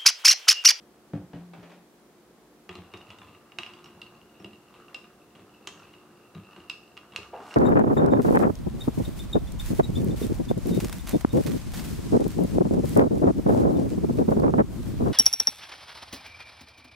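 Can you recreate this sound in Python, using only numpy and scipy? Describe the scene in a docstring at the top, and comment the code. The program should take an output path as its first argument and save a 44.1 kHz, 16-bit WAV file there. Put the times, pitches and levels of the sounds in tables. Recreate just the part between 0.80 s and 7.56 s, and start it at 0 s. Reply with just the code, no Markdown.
"""In a small, live kitchen a plastic milk jug is set down on the counter and nudged into place.
Then a long steel spoon stirs a glass jar of iced coffee: clinks and thuds are damped modes and filtered bursts,
rubbing, rolling, swish and jostling ice are coloured trains of tiny impacts, and bubbles are rising blips.
The room answers with decaying noise, over air noise and the wavering tones of an appliance motor."""
import sys
import numpy as np
from scipy import signal
from scipy.fft import rfft, irfft, next_fast_len
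from scipy.io import wavfile
from scipy.ndimage import map_coordinates

SR = 44100
rng = np.random.default_rng(int(sys.argv[2]) if len(sys.argv) > 2 else 0)


def put_to_file(sound):
    """Save the sound as 16-bit audio at rate SR, in the file named by the first command-line argument."""
    columns = np.atleast_2d(sound).T  # one column per channel
    safe = np.clip(columns, -1, 1)
    whole_steps = np.round(safe * 32767)
    wavfile.write(sys.argv[1], SR, whole_steps.astype(np.int16))


N = 298116  # length [samples]

# Event and envelope levels are relative: each source may trim them.
# Spoon and ice on the glass: (time [s], ring [dB], clack [dB], hardness [0-1],
# twin-mode balance [about -1 to 1], ping [Hz])
CONTACTS = [(1.8926, -44, -42.5, 0.47, 0.74, 3296), (1.954, -48.5, -52.5, 0.65, .2, 4130),
            (2.138, -48, -44, 0.4, -0.19, 3760), (2.173, -56, -57, 0.83, -0.26, 3730),
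            (2.211, -62, -57, .2, 0.4, 3580), (2.304, -48, -52, 0.43, 0.58, 3390),
            (2.386, -57.5, -56.5, .8, -0.12, 3700), (2.417, -57, -49, 0.1, 0.1, 3460),
            (2.549, -60, -57.5, 0, 0, 3780), (2.72, -53, -58, .2, 0.32, 3800),
            (2.7865, -33, -40, 0.48, 1, 3800), (2.8334, -38, -62, 0, .8, 5120),
            (2.8636, -44.5, -50, 0, .2, 5100), (2.936, -51.5, -58, 0.55, -0.22, 3260),
            (3.043, -57, -59, 0.91, .3, 5500), (3.059, -51, -55, 0, -0.023, 5600),
            (3.2167, -42, -53.5, 0.43, -0.73, 3940), (3.264, -55.5, -56, 0, -.1, 4370),
            (3.415, -59, -78, 0, 0.097, 3810), (3.733, -56.5, -62, .1, -0.11, 3910),
            (3.6, -65, -56.5, 0.3, -.1, 5520), (3.645, -44, -55, 0.26, -0.4, 3340),
            (4.083, -54.5, -71, 0, -.2, 3690), (4.1451, -36.5, -47.5, 0.43, -0.94, 5070),
            (4.242, -60, -54.5, .1, 0, 3800), (4.552, -60, -59, 0.5, -0.12, 3230),
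            (4.8727, -41, -42.5, 1, 0.24, 3150), (4.995, -58, -61, 0.4, -0.35, 5500),
            (5.5496, -55.5, -53, 0.48, 0.16, 3890), (5.138, -55, -60, 0.1, 0.071, 3930),
            (5.763, -52, -57, 0, -0.31, 4290), (5.8978, -32, -46, 0.46, -.8, 5000),
            (6.169, -50, -54, 0.4, 0, 3300), (6.1758, -43.5, -52.5, 0.24, 0.41, 3340),
            (6.322, -55, -58, .3, -0.29, 3860), (6.3614, -32, -44, 0.62, 1, 3290),
            (6.431, -50, -55, 0, 0.45, 3240), (6.7093, -47, -51, 0, -0.43, 5660),
            (6.7404, -43, -51.5, 0.67, 0.41, 5380)]
# The jar's lingering modes: (frequency [Hz], level [dB], t60 [s])
GLASS_MODES = [(1021, -11.5, 0.26), (1222, -11.5, 0.23), (1650, -23.5, 0.31), (2130, -29, 0.081),
               (2270, -18, 0.036), (2554, -17.5, 0.14), (2860, -36, 0.45), (3240, -15, 0.094),
               (3976, -19, 0.11), (5120, -17, 0.19), (5500, -15, 0.15), (6300, -22, 0.076),
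               (7080, -23, 0.15), (7900, -15, 0.2)]
# The wall's main mode, split in two and damped by the drink: (lower [Hz], upper [Hz])
TWIN_HZ = (2674, 2810)
# Where clack, ring, crack and sparkle are strongest: (clack [Hz], ring [Hz], crack [Hz], sparkle [Hz])
ZONES_HZ = (1170, 2560, 3930, 6940)
# Spectra of a contact's noisy parts, low to high: (frequency [Hz], level [dB])
CLACK_SPECTRUM = [(350, -36.5), (720, 1), (950, -7), (1190, 6), (1500, -2), (2200, -5), (2700, 3),
                  (4000, -41.5), (9000, -47)]
CRACK_SPECTRUM = [(2200, -32), (3200, -8), (3850, -3.5), (4500, -8.5), (5250, -13), (6000, -22),
                  (9000, -26.5), (14000, -41)]
SPARKLE_SPECTRUM = [(4000, -40), (6400, 5), (7200, -1), (8500, -10), (10000, -10.5), (12500, -21),
                    (16000, -25)]
# Levels at the softest and the hardest contact [dB]: crack and sparkle over ring, ping over clack
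CRACK_OVER_RING_DB, SPARKLE_OVER_RING_DB, PING_OVER_CLACK_DB = [-14, -1], [-36.5, -3.5], [-11, -0.5]

# Envelopes of the stirring: (time [s], swish [dB], jostling ice [dB])
STIR = [(1.92, -73, -69), (2.09, -60, -65.5), (2.26, -57, -60), (2.73, -68.5, -74), (2.94, -57.5, -59),
        (3.39, -67, -66.5), (4.21, -61.5, -67), (4.48, -68.5, -71), (5.02, -61, -61), (5.36, -67, -71.5),
        (5.8, -58, -62), (5.95, -69, -58.5), (6.25, -64, -69), (6.62, -55, -62), (6.76, -48, -68)]
# Spectra of the swishing drink and of cubes on the wall: (frequency [Hz], level [dB])
SWISH_SPECTRUM = [(250, -10), (400, -5.5), (700, -2.5), (950, -9.5), (1200, 4.5), (1450, -3.5), (2000, -15),
                  (3500, -19.5), (7000, -28), (15000, -46)]
ICE_SPECTRUM = [(1200, -22), (2300, -27), (2680, 8), (2850, 7.5), (3100, -25), (3900, -9), (5200, -18),
                (8000, -33), (15000, -45)]
# The drink closes behind a deep stroke: (time [s], level [dB])
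GULPS = [(6.53, -34.5), (6.588, -46)]
GULP_ATTACK_S, GULP_T60_S = 0.0051, 0.16
# Spectra of the closing drink and of the foam: (frequency [Hz], level [dB])
GULP_SPECTRUM = [(150, -33), (280, -12), (370, -3.5), (450, 9), (560, -15), (720, 8.5), (880, 4), (1020, 1),
                 (1250, -9), (1500, -8), (2100, -13.5), (3200, -22), (6000, -46)]
FIZZ_SPECTRUM = [(1000, -4), (2500, 3), (5000, -3), (8000, -6.5), (15000, -21)]
# The churning, fizzing wake of that stroke
WAKE_START_S, WAKE_LENGTH_S, WAKE_DB, FIZZ_DB = 6.56, 0.31, -53, -56.5

# The spoon pushes through the cubes: (start [s], length [s], rubbing [dB], rolling [dB])
STROKES = [(1.883, 0.18, -52.5, -53), (2.127, .05, -50, -56), (2.275, 0.081, -52.5, -48.5),
           (2.364, 0.23, -60.5, -50.5), (2.817, 0.26, -59, -72), (3.02, 0.13, -62, -52),
           (3.11, 0.25, -80, -56), (3.565, 0.14, -62, -63), (3.928, 0.078, -54.5, -61),
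           (4.54, 0.1, -57.5, -60), (4.877, 0.4, -64, -64), (5.53, .13, -62, -61), (5.734, 0.12, -56, -57),
           (6.308, 0.1, -56, -49)]
STROKE_RISE = 0.28  # share of a stroke spent building up
# Spectra of steel on ice and of rolling cubes: (frequency [Hz], level [dB])
RASP_SPECTRUM = [(500, -1), (1180, 12.5), (1600, 0), (2200, 5), (2800, 3.5), (3300, 3.5), (3900, 0),
                 (5200, -19), (8000, -14), (14000, -35)]
RUMBLE_SPECTRUM = [(45, -44.5), (80, -5), (100, -0.5), (125, -8.5), (165, -2.5), (210, -6.5), (280, -13.5),
                   (450, -15), (900, -48.5)]
ROLL_DB = -69.5  # cubes trundling between strokes

# The spoon shoves cubes against the jar's base: (time [s], boom [dB], knock [dB])
THUDS = [(1.892, -49, -43.5), (1.953, -52.5, -48), (1.984, -46, -48.5), (2.139, -49.5, -44.5),
         (2.788, -56, -49.5), (3.6, -51, -48), (3.644, -46.5, -44.5), (3.658, -51.5, -50.5),
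         (4.59, -54, -53), (4.874, -58, -49), (5.553, -42.5, -54), (5.568, -46.5, -49.5), (5.779, -54, -49),
         (6.385, -49.5, -48), (6.599, -53, -51)]
# Modes of the counter and what stands on it: (frequency [Hz], width [Hz], level [dB])
BOOM_MODES = [(80.6, 13, -5.5), (103, 25, -1.5), (176, 26, -2), (208, 24, 0.5)]
# Higher modes of the same blows: (frequency [Hz], width [Hz], level [dB])
KNOCK_MODES = [(308, 21, -2), (378, 49, 0.5), (710, 71, -9.5), (910, 67, -17)]
# The jug lands and rocks: (time [s], level [dB])
LANDINGS = [(0.3349, -29.5), (0.362, -47), (.374, -46), (.535, -39.5), (.561, -48.5), (0.782, -49)]
# Modes of the jug on the counter: (frequency [Hz], width [Hz], level [dB])
PLASTIC_MODES = [(84.6, 25, -2), (97, 35, -0.5), (172, 35, 4), (215, 44, -2.5), (291.6, 19, -2.5),
                 (435, 85, -11), (521, 43, -9), (705, 68, -11.5), (840, 150, -14), (1420, 310, -21.5),
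                 (1760, 110, -24.5)]
# The jug's base catches, then slides: (time [s], catch [dB], slide length [s], drag [dB])
SCUFFS = [(0.334, -44.5, 0.069, -47), (0.533, -40.5, .12, -49.5), (0.735, -39.5, 0.17, -51),
          (0.83, -41, 0.1, -54), (0.896, -47, 0.098, -47)]
SLIDE_RISE = 0.13  # share of a slide spent gaining speed
# Spectrum of the scraping base: (frequency [Hz], level [dB])
SCRAPE_SPECTRUM = [(150, -45), (250, 1), (332, -4.5), (404, 0.5), (462, -8.5), (562, -2.5), (1360, -14),
                   (2670, -15.5), (9000, -40), (11700, -71), (19800, -120)]
# The jug's wall shudders while pushed: limits, first level, fade, time to start and stop
JUDDER_START_S, JUDDER_STOP_S = 0.554, 1.05
JUDDER_DB, JUDDER_FADE_DB_PER_S, JUDDER_EDGE_S = -44.5, 31, 0.024

# Decay of the room: (frequency [Hz], t60 [s])
ROOM_T60 = [(100, 0.38), (400, 0.35), (1200, 0.49), (3000, 0.33), (6000, 0.52), (14000, 0.39)]
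# Correlation of the room's tail: (frequency [Hz], left-right likeness [-1 to 1])
ROOM_ALIKE = [(200, .99), (1000, 0.9), (2800, 0.43), (5000, 0.064), (10000, .05)]
# The kitchen's steady noise: (frequency [Hz], level [dB])
AIR_SPECTRUM = [(15, -48), (25, -31), (64, -9.5), (91, -32), (107, -14), (221, -6.5), (260, -11.5),
                (359, -7), (703, -16.5), (762, -16), (919, -17.5), (1110, -18.5), (2300, -26), (2630, -27),
                (15500, -35)]
AIR_DB = -57.5
# Correlation of that noise: (frequency [Hz], left-right likeness [-1 to 1])
AIR_ALIKE = [(60, 0.63), (150, 0.95), (380, 0.89), (950, 0.81), (2380, 0.19), (5980, -0.015),
             (15000, -0.079)]
# Lines of an appliance motor: (frequency [Hz], level [dB])
HUM = [(226.1, -70.5), (301.5, -67.5), (355.3, -65), (516.8, -95), (710.6, -72.5)]
TOP_HZ = 15800  # upper band limit


def clinks(twin_t60=0.032, ping_t60=0.049, clack_db=-1, lean_db=1.6):
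    """Impact excitation: harder contacts are brighter; beating twin modes start the ring hard or let it swell."""
    out = np.zeros((2, N))
    t = np.arange(SR // 3) / SR
    brief = t[:SR // 16]

    def tone(hz, t60):
        """Free decay of one mode."""
        return blow(np.sin(2 * np.pi * hz * t) * np.exp(-np.log(1000) * t / t60))

    for s, ring, clack, hardness, balance, ping_hz in CONTACTS:
        crack = ring + np.interp(hardness, [0, 1], CRACK_OVER_RING_DB)
        sparkle = ring + np.interp(hardness, [0, 1], SPARKLE_OVER_RING_DB)
        ping = clack + np.interp(hardness, [0, 1], PING_OVER_CLACK_DB)

        low, high = (np.sin(2 * np.pi * hz * (1 + 0.011 * rng.normal()) * brief) for hz in TWIN_HZ)
        wall = amp(ring) * blow((high + balance * low) * amp(-60 * brief / twin_t60))
        sound = wall * amp([[-lean_db], [lean_db]])  # the wall radiates more to the right
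        clack_burst = burst(brief, t60=0.056, scatter=3.0)
        crack_burst = burst(brief, t60=0.026, scatter=0.83)
        sparkle_burst = burst(brief, t60=0.036, scatter=2.5)
        sound += amp(clack + clack_db) * blow(coloured(clack_burst, CLACK_SPECTRUM))
        sound += amp(crack) * blow(coloured(crack_burst, CRACK_SPECTRUM))
        sound += amp(sparkle) * blow(coloured(sparkle_burst, SPARKLE_SPECTRUM))
        add(out, s, sound)
        add(out, s, amp(ping) * tone(ping_hz, ping_t60))  # the upper mode that this spot favours

        # Each lingering mode is driven by the blow's strength at its own frequency.
        drive = list(zip(ZONES_HZ, (clack, ring, crack, sparkle)))
        for hz, db, t60 in GLASS_MODES:
            level = along(drive, hz) + db + 2 * rng.normal()
            add(out, s, amp(level) * tone(hz, t60))
    return out


def stirring(swish_db=-6, gurgle_db=-9, ice_db=-2.0, surge_db=4.5, count=5, scatter=0.029):
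    """Agitated flow and mass loading: the drink surges; the liquid behind the wall shifts the pitch of ice ticks."""
    swish, jostle = gains(STIR)
    wash = amp(swish_db) * unit(coloured(grains(rate=650, spread_db=12.0), SWISH_SPECTRUM))
    gurgle = amp(gurgle_db) * bubbles(count=450, centre_hz=1090, spread=0.296, cycles=3.8)
    surge = amp(surge_db * wobble(16))
    cubes = 0
    for shift in 1 + scatter * np.linspace(-1, 1, count):
        shifted = np.multiply(ICE_SPECTRUM, [shift, 1])  # moves frequencies, keeps levels
        cubes = cubes + coloured(grains(rate=28, spread_db=8), shifted)
    return swish * surge * (wash + gurgle) + amp(ice_db) * jostle * unit(cubes)


def slosh(gulp_db=-4, bubble_db=-6, wake_rise=0.44):
    """Cavity closure: liquid fills the hollow behind the spoon and traps bubbles; its foam fizzes."""
    t = np.arange(SR // 3) / SR
    wake = swell(WAKE_START_S, WAKE_LENGTH_S, wake_rise)
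    churn = amp(WAKE_DB) * wake
    for s, db in GULPS:
        add(churn, s, np.minimum(t / GULP_ATTACK_S, 1) * amp(db - 60 * t / GULP_T60_S))
    hollow = amp(gulp_db) * unit(coloured(grains(rate=1500, spread_db=2), GULP_SPECTRUM))
    trapped = amp(bubble_db) * bubbles(count=3000, centre_hz=725, spread=0.292, cycles=3.7)
    foam = amp(FIZZ_DB) * wake * unit(coloured(grains(rate=2100, spread_db=-2.5), FIZZ_SPECTRUM))
    return churn * (hollow + trapped) + foam


def bubbles(count, centre_hz, spread, cycles, rise=0.26):
    """Bubble resonance: a froth of short rising blips; bubbles of unusual size are weaker."""
    out = np.zeros(N)
    t = np.arange(SR // 32) / SR
    for when, size in zip(rng.random(count) * N / SR, rng.standard_normal(count)):
        hz = centre_hz * np.exp(spread * size)
        age = t * hz / cycles
        decay = np.exp(-age - 0.12 * abs(size))
        add(out, when, decay * np.sin(2 * np.pi * hz * t * (1 + rise * age / 4)))
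    return unit(out)


def rubbing(rub_db=-1):
    """Stick-slip friction: steel catches on ice in dense little impacts."""
    pressure = sum(amp(rub) * swell(s, length, STROKE_RISE) for s, length, rub, _ in STROKES)
    return amp(rub_db) * pressure * unit(coloured(grains(rate=450, spread_db=9), RASP_SPECTRUM))


def rolling(roll_db=-6):
    """Rolling excitation: cubes trundle faster at each stroke, and the counter drones with them."""
    speed = amp(ROLL_DB) * (np.arange(N) / SR > STROKES[0][0])
    for s, length, _, roll in STROKES:
        speed = speed + amp(roll + roll_db) * swell(s, length, STROKE_RISE)
    return speed * unit(coloured(grains(rate=400, spread_db=1.0), RUMBLE_SPECTRUM))


def thuds(boom_db=2, knock_db=1, landing_db=3):
    """Structure-borne sound: blunt blows of jar and jug excite the counter's modes."""
    out = np.zeros(N)
    t = np.arange(SR // 3) / SR
    for s, boom, knock in THUDS:
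        add(out, s, amp(boom + boom_db) * body(t, BOOM_MODES, detune=0.056, vary_db=2.5))
        add(out, s, amp(knock + knock_db) * body(t, KNOCK_MODES, detune=0.049, vary_db=-1.0))
    for s, db in LANDINGS:
        add(out, s, amp(db + landing_db) * body(t, PLASTIC_MODES, detune=0.008, vary_db=1.5))
    return out


def body(t, modes, detune, vary_db):
    """Modal superposition: damped resonances, struck at new strengths and slightly new pitches."""
    out = np.zeros(len(t))
    for k, (hz, width, db) in enumerate(modes):
        strength = (-1) ** k * amp(db + vary_db * rng.normal()) * np.sqrt(width)
        pitch = hz * (1 + detune * rng.normal())
        out += strength * np.exp(-np.pi * width * t) * np.sin(2 * np.pi * pitch * t)
    return blow(out)


def jug(wall_hz=173, slide_db=-6, scuff_db=-6):
    """Friction-driven vibration: the base catches and slides a little, and the thin wall shudders."""
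    t = np.arange(N) / SR
    pushed = np.clip(np.minimum(t - JUDDER_START_S, JUDDER_STOP_S - t) / JUDDER_EDGE_S, 0, 1)
    shudder = pushed * amp(JUDDER_DB - JUDDER_FADE_DB_PER_S * (t - JUDDER_START_S))
    judder = shudder * np.sqrt(2) * np.sin(2 * np.pi * wall_hz * t + 1.14 * wobble(14.2))

    scuffs, speed = np.zeros((2, N)), np.zeros(N)
    for s, catch, length, drag in SCUFFS:
        push = burst(t[:SR // 4], t60=0.087, scatter=2.9)
        add(scuffs, s, amp(catch + scuff_db) * blow(coloured(push, SCRAPE_SPECTRUM)))
        speed += amp(drag) * swell(s, length, SLIDE_RISE)
    slide = speed * amp(slide_db) * unit(coloured(grains(rate=1100, spread_db=3.5), SCRAPE_SPECTRUM))
    return judder, slide + scuffs


def kitchen(x, count=12):
    """Reverberation as convolution: the echoes change from stretch to stretch as the arm moves about."""
    out = np.zeros((2, N))
    mono = x.mean(axis=0)
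    step = N // count + 1
    for start in range(0, N, step):
        echoes = signal.fftconvolve(mono[None, start:start + step], room_tail(), axes=1)
        add(out, start / SR, echoes)
    return out


def room_tail(delay=0.0089, build=0.0019, near=1.5, near_life=0.0063):
    """Frequency-dependent absorption: walls and appliances answer, the closest loudest (times in s)."""
    flat = [(100, 0), (10000, 0)]
    hz, t, z = signal.stft(stereo_noise(SR // 2, flat, ROOM_ALIKE), SR, nperseg=256)
    tail = signal.istft(z * amp(-60 * t / along(ROOM_T60, hz)[:, None]), SR, nperseg=256)[1]
    age = np.maximum(np.arange(tail.shape[1]) / SR - delay, 0)
    tail = tail * (1 - np.exp(-age / build)) * (1 + near * np.exp(-age / near_life))
    return tail / np.linalg.norm(tail[0])


def background(hum_db=-1):
    """Stationary noise and line spectrum: air noise and the slightly unsteady tones of a motor."""
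    t = np.arange(N) / SR
    hum = np.zeros(N)
    for hz, db in HUM:
        level = amp(db + 2.7 * wobble(3.05))
        hum += level * np.sqrt(2) * np.sin(2 * np.pi * hz * t + 0.76 * wobble(7))
    air = amp(AIR_DB) * unit(stereo_noise(N, AIR_SPECTRUM, AIR_ALIKE))
    return air + amp(hum_db) * hum


def stereo_noise(n, spectrum, alike):
    """Interchannel correlation: mid and side noise mixed to a given colour and left-right likeness."""
    size = next_fast_len(n)
    hz = np.fft.rfftfreq(size, 1 / SR)
    turn = np.arccos(np.clip(along(alike, hz), -1, 1)) / 2
    z = rfft(rng.standard_normal((2, size))) * amp(along(spectrum, hz))
    mid, side = irfft(z * [np.cos(turn), np.sin(turn)])[:, :n]
    return np.array([mid + side, mid - side])


def burst(t, t60, scatter):
    """Impulse excitation: a sharp push, then brief random chatter that differs between the channels."""
    chatter = rng.standard_normal(len(t)) + [[.5], [-.5]] * rng.standard_normal(len(t))
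    return (t == 0) + scatter * unit(chatter * amp(-60 * t / t60)) / np.sqrt(len(t))


def grains(rate, spread_db):
    """Random point process: tiny impacts, rate a second on average, of scattered size and sign."""
    sizes = amp(spread_db * np.clip(rng.standard_normal(N), -2, 2)) * rng.choice([-1, 1], N)
    return sizes * (rng.random(N) < rate / SR)


def coloured(x, points):
    """Minimum-phase filtering: x through a causal filter with the (frequency [Hz], level [dB]) shape."""
    size = 2048
    cepstrum = irfft(np.log(amp(along(points, np.fft.rfftfreq(size, 1 / SR)))))
    cepstrum[1:size // 2] *= 2  # fold the cepstrum onto positive time
    cepstrum[size // 2 + 1:] = 0
    response = irfft(np.exp(rfft(cepstrum)))
    x = np.atleast_2d(x)
    return signal.oaconvolve(x, response[None], axes=1)[:, :x.shape[-1]]


def swell(s, length, rise):
    """Triangular envelope: grows from time s for the share rise of its length, then falls to nothing."""
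    peak = np.clip(rise, .01, .99)
    return np.interp((np.arange(N) / SR - s) / length, [0, peak, 1], [0, 1, 0])


def gains(rows):
    """Envelope interpolation in decibels: one gain per sample for each column, -120 dB outside the rows."""
    s, *cols = np.transpose(rows)
    return [amp(np.interp(np.arange(N) / SR, s, c, left=-120, right=-120)) for c in cols]


def wobble(rate):
    """Slow random modulation: a smooth curve with rate knots a second."""
    return map_coordinates(rng.standard_normal(int(N * rate / SR) + 4), [np.arange(N) * rate / SR])


def along(points, hz):
    """Interpolation of (frequency [Hz], value) points on a logarithmic frequency axis."""
    f, v = np.transpose(points)
    return np.interp(np.log(hz + 1), np.log(f + 1), v)


def amp(db):
    """Logarithmic level: decibels to amplitude gain."""
    return 10 ** (np.asarray(db) / 20)


def unit(x):
    """Power normalization: x scaled to rms 1."""
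    return x / np.sqrt(np.mean(x ** 2) + 1e-20)


def blow(x):
    """Energy normalization: x scaled to the energy of 10 ms at rms 1."""
    return unit(x) * np.sqrt(.01 * SR / x.shape[-1])


def add(track, s, x):
    """Linear superposition: mixes x into track from time s on."""
    part = track[..., round(s * SR):][..., :x.shape[-1]]
    part += x[..., :part.shape[-1]]


def scene():
    """Direct and reverberant field: close sources, with the counter's boom a little to the left."""
    glass, knocks = clinks(), thuds()
    drink = stirring() + slosh() + rubbing()
    judder, slide = jug()
    counter = (knocks + judder + rolling()) * amp([[.7], [-.7]])
    direct = glass + counter + drink + slide
    sent = amp(-5.0) * glass + amp(-0.5) * knocks + amp(-1) * (drink + slide)
    return direct + kitchen(sent) + background()


def record(dry, low_hz=52):
    """Band limitation: the deep bass rolls off, and nothing passes above the upper limit."""
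    m = next_fast_len(N + SR // 2)
    thinned = signal.sosfilt(signal.butter(3, low_hz, "high", fs=SR, output="sos"), dry)
    passband = np.fft.rfftfreq(m, 1 / SR) < TOP_HZ
    return irfft(rfft(thinned, m) * passband, m)[:, :N]


dry = scene()
out = record(dry)
put_to_file(out)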